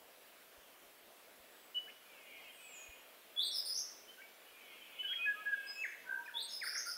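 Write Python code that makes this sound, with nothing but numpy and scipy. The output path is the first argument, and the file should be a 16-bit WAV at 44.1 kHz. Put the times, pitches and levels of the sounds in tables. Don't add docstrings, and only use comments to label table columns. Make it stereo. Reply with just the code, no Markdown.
import sys
import numpy as np
from scipy import signal
from scipy.fft import rfft, irfft, next_fast_len
from scipy.io import wavfile
from scipy.ndimage import uniform_filter1d

SR = 44100
rng = np.random.default_rng(int(sys.argv[2]) if len(sys.argv) > 2 else 0)


def put_to_file(sound):
    columns = np.atleast_2d(sound).T
    safe = np.clip(columns, -1, 1)
    whole_steps = np.round(safe * 32767)
    wavfile.write(sys.argv[1], SR, whole_steps.astype(np.int16))


N = 307377

# start in seconds, length in seconds, first pitch in Hz, last pitch in Hz,
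# level at the crest in dB, place of the crest as a share of the length.
WHISTLES = [(4.986, 0.042, 2993, 3015, -37, 0.57), (5.043, 0.053, 2983, 3042, -38.5, 0.24),
            (5.075, 0.061, 3275, 3280, -35.5, 1), (5.183, 0.09, 2460, 2539, -37, 0.65),
            (5.255, 0.076, 1697, 1653, -32, 0.5), (5.454, .06, 1665, 1668, -34.5, .38),
            (5.512, 0.038, 1670, 1610, -29.5, 0.8), (5.664, 0.071, 5000, 5063, -45, 0.65),
            (5.735, 0.055, 5140, 5180, -55, 0.26), (5.756, .075, 2550, 2634, -41.5, 0.86)]
# start in seconds, syllable name, crest level in dB.
SONG = [(3.359, "slide", -29.5), (3.444, "zip", -49), (3.51, "rattle", -38.5), (3.648, "rasp", -37),
        (3.725, "climb", -37), (6.337, "slide", -32.5), (6.419, "zip", -51.5), (6.488, "rattle", -42),
        (6.63, "rasp", -40), (6.715, "climb", -40.5), (6.855, "rasp", -41), (6.931, "climb", -44)]
OUTLINES = {"slide": (.08, 3370, 4950, .4, 20, 9, 2.6), "zip": (.045, 8380, 8330, .4, 4, 4, 1),
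            "rattle": (.09, 5450, 5040, .6, 11, 5, .45), "rasp": (.068, 4700, 5300, .45, 7, 9, .8),
            "climb": (.088, 5200, 6000, .72, 7, 11, 1.15)}
SYLLABLE_GRAINS = {"slide": (-35, -17.5, 80, 11, 0, .005), "zip": (-60, -60, 215, 5.5, .01, .015),
                   "rattle": (-15, -17, 71.5, 16, .027, .034), "rasp": (-10.5, -18, 177, 8.5, .04, .036),
                   "climb": (-11, -29, 68, 28, .065, .042)}
# frequency in Hz, boost in dB.
BEAK = [(6500, -9), (8500, 4.5), (10000, -1), (12500, -10.5), (14500, 10), (16000, -27)]
LOW_NOTES = [(5.03, .03, 1710, 1547, -52, 0.24), (5.17, 0.089, 1358, 1405, -61, 0.4),
             (5.345, 0.072, 1232, 1289, -56, 0.6), (5.833, 0.029, 2633, 1480, -38, 0.25),
             (6.035, 0.049, 970, 983, -67.5, .3), (6.114, 0.016, 1085, 875, -56.5, 0.6),
             (6.164, 0.086, 922, 971, -59, 0.58), (6.258, 0.0174, 2650, 2330, -53.5, .4),
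             (6.275, 0.03, 1977, 1353, -48, 0.11), (6.33, 0.074, 965, 899, -58, 0.39),
             (6.61, 0.04, 2685, 1242, -42.5, 0.41), (6.661, 0.026, 2500, 1249, -43.5, 0.45),
             (6.705, 0.014, 2510, 2300, -54.5, .4), (6.722, .015, 1974, 1240, -48, 0.37),
             (6.75, 0.0169, 2650, 1156, -42, .35), (6.058, 0.034, 1493, 1545, -53, .8)]
THROBBING = [(6.088, 0.097, 1557, 1569, -41.5, 0.15, 58, 11.7),
             (6.858, 0.064, 1393, 1427, -47, 0.39, 111, 7.8)]
PIPINGS = [(1.744, 0.048, 2952, 2965, -37, 0.66), (1.868, 0.02, 1440, 1850, -57, 1),
           (2.49, 0.023, 3080, 3150, -55.5, .5), (4.075, 0.048, 2980, 3136, -55.5, 0.39),
           (4.172, 0.0414, 1450, 1623, -56.5, .9), (4.805, 0.038, 3060, 3130, -54.5, .5),
           (5.094, .041, 1354, 1694, -52, 1)]
# start in seconds, length in seconds, starting pitch in Hz, level in dB,
# throat resonance at the start in Hz, and at the end in Hz.
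CROAKS = [(1.881, .028, 364, -55, 1900, 2800), (4.214, .016, 391, -57, 1860, 2620),
          (5.127, .02, 339, -47, 1860, 2570)]
THIN_CALLS = [(1.45, .25, 7850, 7970, -70, 0.69), (6.245, .03, 5040, 5130, -66, .8),
              (6.478, 0.079, 6480, 6520, -55.5, 0.089)]
# time in seconds, pitch in Hz, level in dB.
FALLING_CALLS = [
    [(2.525, 8700, -64), (2.592, 8300, -66), (2.67, 7800, -58.5), (2.726, 7400, -58.5),
     (2.775, 6890, -53.5), (2.86, 6600, -63)],
    [(5.6, 8670, -80), (5.666, 8220, -64), (5.732, 7560, -65.5), (5.798, 6750, -63), (5.864, 6500, -64.5),
     (5.93, 6280, -68)],
]
FAR_CHORUS = [(2.05, 0.23, 2486, 2037, -66, .3), (2.12, 0.14, 2784, 2420, -67, 0.87),
              (2.27, 0.15, 2475, 2034, -60.5, 0.13), (2.33, .07, 2400, 2430, -60, 0.59),
              (2.4, 0.11, 2950, 2780, -63.5, 0.56), (2.44, 0.086, 2675, 2370, -60, .15),
              (2.58, 0.15, 2510, 2597, -61, 0.56), (2.72, 0.22, 2483, 2476, -60, 0.31),
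              (4.205, 0.062, 2267, 2270, -60.5, .5), (4.29, .18, 2300, 2287, -73.5, .4),
              (4.46, .1, 3014, 2867, -66, 0.27), (4.53, .22, 2475, 2083, -63.5, 0.33),
              (4.68, .32, 2480, 2254, -66, .3), (4.7, 0.07, 2900, 2770, -65, .6),
              (5.36, 0.055, 2570, 2515, -64, 0.58), (5.56, 0.17, 2590, 2600, -58.5, .5),
              (6.79, 0.074, 1705, 2304, -61, .2)]
# time in seconds, level in dB.
MURMUR_LEVEL = [(0, -90.5), (1.9, -89), (2.3, -70), (2.6, -70.5), (2.9, -73.5), (3.2, -89.5), (4.3, -83.5),
                (4.6, -72.5), (5.1, -67.5), (5.4, -70), (5.7, -70), (6.1, -88.5), (6.97, -68.5)]
# frequency in Hz, seconds to fade by 60 dB.
FAR_SLOPES = [(1000, .9), (3000, .75), (6000, .72), (12000, .65)]
# start in seconds, rough peak in dB, pitch in Hz.
BUMPS = [(.57, -65, 55), (1.39, -69, 55), (2.882, -56.5, 55)]
# frequency in Hz, relative level in dB per Hz.
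AIR_COLOUR = [(12, -41), (20, 0), (47, -20.5), (141, -27), (196, -12), (492, -2), (650, -0.5), (812, -6.5),
              (1590, -6.5), (2480, -7.5), (2930, -7.5), (6210, -16), (9170, -16), (12100, -12.5),
              (15600, -13)]
# time in seconds, change in dB.
AIR_LEVEL = [(0.0, 1.5), (6.97, 2)]
# frequency in Hz, likeness (1 is identical).
AIR_LIKENESS = [(60, 0.57), (180, 0.98), (550, 0.3), (1650, 0.33), (4970, 0.0069), (15000, 0.092)]
# frequency in Hz, left over right in dB.
AIR_BALANCE = [(60, 0), (180, -1.0), (550, 1), (1650, -1), (4970, -0.5), (15000, -4.5)]


def whistler():
    notes = [note(arch(*row, rise_db=14, fall_db=9)) for row in WHISTLES]
    return placed(notes, lag_us=53, pan_db=-3., wet_db=-5.5, near_db=2.0)


def warbler():
    song = []
    for start, name, db in SONG:
        length, from_hz, to_hz, *shape = OUTLINES[name]
        second_db, third_db, *grain = SYLLABLE_GRAINS[name]
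        rows = arch(start, length, from_hz, to_hz, db, *shape)
        bloom_db = 45 if name == "slide" else 0
        song.append(note(rows, (second_db, third_db), *grain, bloom_db=bloom_db))
    return placed(song, lag_us=116.7, pan_db=-2.5, wet_db=-0.5, near_db=1.5)


def low_voice():
    swell = {"rise_db": 7.3, "fall_db": 6.6}
    notes = [note(arch(*row, **swell, bend=0.702)) for row in LOW_NOTES]
    for *row, throbs_per_s, depth_db in THROBBING:
        notes.append(note(arch(*row, **swell), per_s=throbs_per_s, depth_db=depth_db))
    return placed(notes, lag_us=9.4, pan_db=-1.5, wet_db=1.5, near_db=4.5)


def piper():
    notes = [note(arch(*row, rise_db=10.3, fall_db=5.1)) for row in PIPINGS]
    croaks = [croak(*row) for row in CROAKS]
    return placed(notes + croaks, lag_us=80, pan_db=-7., wet_db=-6., near_db=0.)


def croak(start, length, hz, db, from_hz, to_hz):
    t = np.arange(0, length, 1 / SR)
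    throat = from_hz + (to_hz - from_hz) * t / length
    pitch = hz * (1 - .06 * t / length + .05 * wander(len(t), 200))
    turns = np.cumsum(pitch) / SR
    stack = np.zeros(len(t))
    for k in range(2, 11):
        stack += np.exp(-((k * hz - throat) / 550) ** 2) * np.cos(2 * np.pi * k * turns)
    return start, gain_of(db) * evened(stack) * signal.windows.tukey(len(t), .5)


def thin_voice():
    calls = [note(arch(*row, rise_db=11, fall_db=12), waver=0.01) for row in THIN_CALLS]
    falling = [note(rows, waver=0.0091) for rows in FALLING_CALLS]
    return placed(calls + falling, lag_us=-41, pan_db=-1.0, wet_db=-3.)


def far_chorus():
    notes = [note(arch(*row, rise_db=2.3, fall_db=4.6), waver=0.012) for row in FAR_CHORUS]
    return placed(notes + murmur(), lag_us=89, pan_db=-6.0, wet_db=-2.5)


def murmur():
    time, db = np.transpose(MURMUR_LEVEL)
    draws = rng.random((int(70 * N / SR), 4))
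    starts = draws[:, 0] * (N / SR - .2)
    pitches = 2200 + 1300 * draws[:, 1]
    ends = starts + 0.0398 + 0.0987 * draws[:, 2]
    levels = np.interp(starts, time, db) + 1.9 * draws[:, 3]
    return [note([(start, hz, level), (end, hz * .96, level)], waver=0.013)
            for start, end, hz, level in zip(starts, ends, pitches, levels)]


def bumps():
    out = np.zeros(N)
    for start, db, hz in BUMPS:
        cycles = np.arange(0, 1.6, hz / SR)
        add(out, start, -gain_of(db) * np.sin(2 * np.pi * cycles) * np.hanning(len(cycles)))
    return out


def air():
    frames, hz = N // 256 + 5, np.fft.rfftfreq(1024, 1 / SR)
    a, b, c, d, patches = rng.standard_normal((frames, 513, 5)).T
    patches = evened(uniform_filter1d(uniform_filter1d(patches, 14, 0), 16, 1))
    left, other = a + 1j * b, c + 1j * d
    same = np.clip(read(AIR_LIKENESS, hz), -1, 1)[:, None]
    right = same * left + np.sqrt(1 - same ** 2) * other
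    balance = gain_of(read(AIR_BALANCE, hz) / 2)[:, None]
    spectra = np.array([left * balance, right / balance])
    spectra *= gain_of(read(AIR_COLOUR, hz)[:, None] + 1.3 * patches)
    hiss = signal.istft(spectra, nperseg=1024, noverlap=768)[1][:, :N]
    level_db = -59.5 + np.interp(np.arange(N) / SR, *np.transpose(AIR_LEVEL))
    return gain_of(level_db) * evened(hiss)


def arch(start, length, from_hz, to_hz, db, crest, rise_db, fall_db, bend=1.):
    u, crest = np.linspace(0, 1, num=17), np.clip(crest, .05, .95)
    rise = rise_db * (1 - u / crest) ** 2
    fall = fall_db * ((u - crest) / (1 - crest)) ** 2
    under_db = np.where(u < crest, rise, fall)
    return np.transpose([start + length * u, from_hz + (to_hz - from_hz) * u ** bend, db - under_db])


def note(rows, partials_db=(), per_s=80., depth_db=0., swing=0., waver=.002, bloom_db=0.):
    time, hz, db = np.transpose(rows)
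    start, end = time[0], time[-1]
    t = np.arange(start, end, 1 / SR)
    beat = 2 * np.pi * np.cumsum(per_s * (1 + .1 * wander(len(t), 150))) / SR
    pitch = uniform_filter1d(np.interp(t, time, hz), 250, mode="nearest")
    pitch = pitch * (1 + swing * np.sin(beat) + waver * wander(len(t), 363))
    turns = np.cumsum(pitch) / SR
    tone = np.sin(2 * np.pi * turns)
    bloom = bloom_db * np.minimum((t - start) / (end - start) - .6, 0)
    for k, partial_db in enumerate(partials_db, start=2):
        overtone_db = partial_db + bloom + read(BEAK, k * pitch)
        tone = tone + gain_of(overtone_db) * np.sin(2 * np.pi * k * turns)
    pulses = evened(gain_of(-depth_db * np.cos(beat) / 2))
    edges = np.sin(np.pi / 2 * np.clip(np.minimum(t - start, end - t) / .006, 0, 1))
    return start, np.sqrt(2) * tone * gain_of(np.interp(t, time, db)) * pulses * edges


def placed(sounds, lag_us, pan_db, wet_db, near_db=-20.0):
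    x = np.zeros(N)
    for sound in sounds:
        add(x, *sound)
    tail = scatter(near_db)
    wet = signal.fftconvolve(x[None], tail, axes=1)[:, :N]
    wet = wet * gain_of(1.75 * np.array([wander(N, 23), wander(N, 6.3)]))
    size = next_fast_len(N)
    delay = np.exp(-2j * np.pi * np.fft.rfftfreq(size, 1 / SR) * lag_us / 10 ** 6)
    late = irfft(rfft(x, size) * delay, size)[:N]
    pan = gain_of([[pan_db / 2], [-pan_db / 2]])
    return pan * (np.array([late, x]) + gain_of(wet_db) * wet)


def scatter(near_db):
    taps = np.zeros((2, SR))
    at = np.arange(0, SR - 20, 20) + rng.integers(0, 20, (2, (SR - 1) // 20))
    echoes = rng.choice([-1., 1.], at.shape) * gain_of(3.6 * rng.standard_normal(at.shape))
    np.put_along_axis(taps, at, echoes, 1)
    taps *= np.arange(SR) > .004 * SR
    hz, t, spectra = signal.stft(taps, SR, nperseg=256)
    far = gain_of(-60 * t / read(FAR_SLOPES, hz)[:, None])
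    near = gain_of(near_db - 60 * t / 0.31)
    tail = signal.istft(spectra * (far + near), SR, nperseg=256)[1]
    return tail / np.linalg.norm(tail, axis=1)[:, None]


def gain_of(db):
    return 10 ** (np.asarray(db) / 20)


def evened(x):
    return x / np.sqrt(np.mean(x ** 2) + 1e-20)


def read(points, hz):
    f, value = np.transpose(points)
    return np.interp(np.log(hz + 1), np.log(f + 1), value)


def add(mix, start, sound):
    part = mix[round(start * SR):][:len(sound)]
    part += sound[:len(part)]


def wander(size, per_s):
    span = max(round(SR / per_s), 1)
    return evened(uniform_filter1d(uniform_filter1d(rng.standard_normal(size), span), span))


def scene():
    birds = whistler() + warbler() + low_voice() + piper() + thin_voice() + far_chorus()
    return birds + bumps() + air()


def record(dry):
    low_pass = signal.firwin(1023, 15760, window=("kaiser", 10), fs=SR)
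    return signal.oaconvolve(dry, low_pass[None], "same")


dry = scene()
out = record(dry)
put_to_file(out)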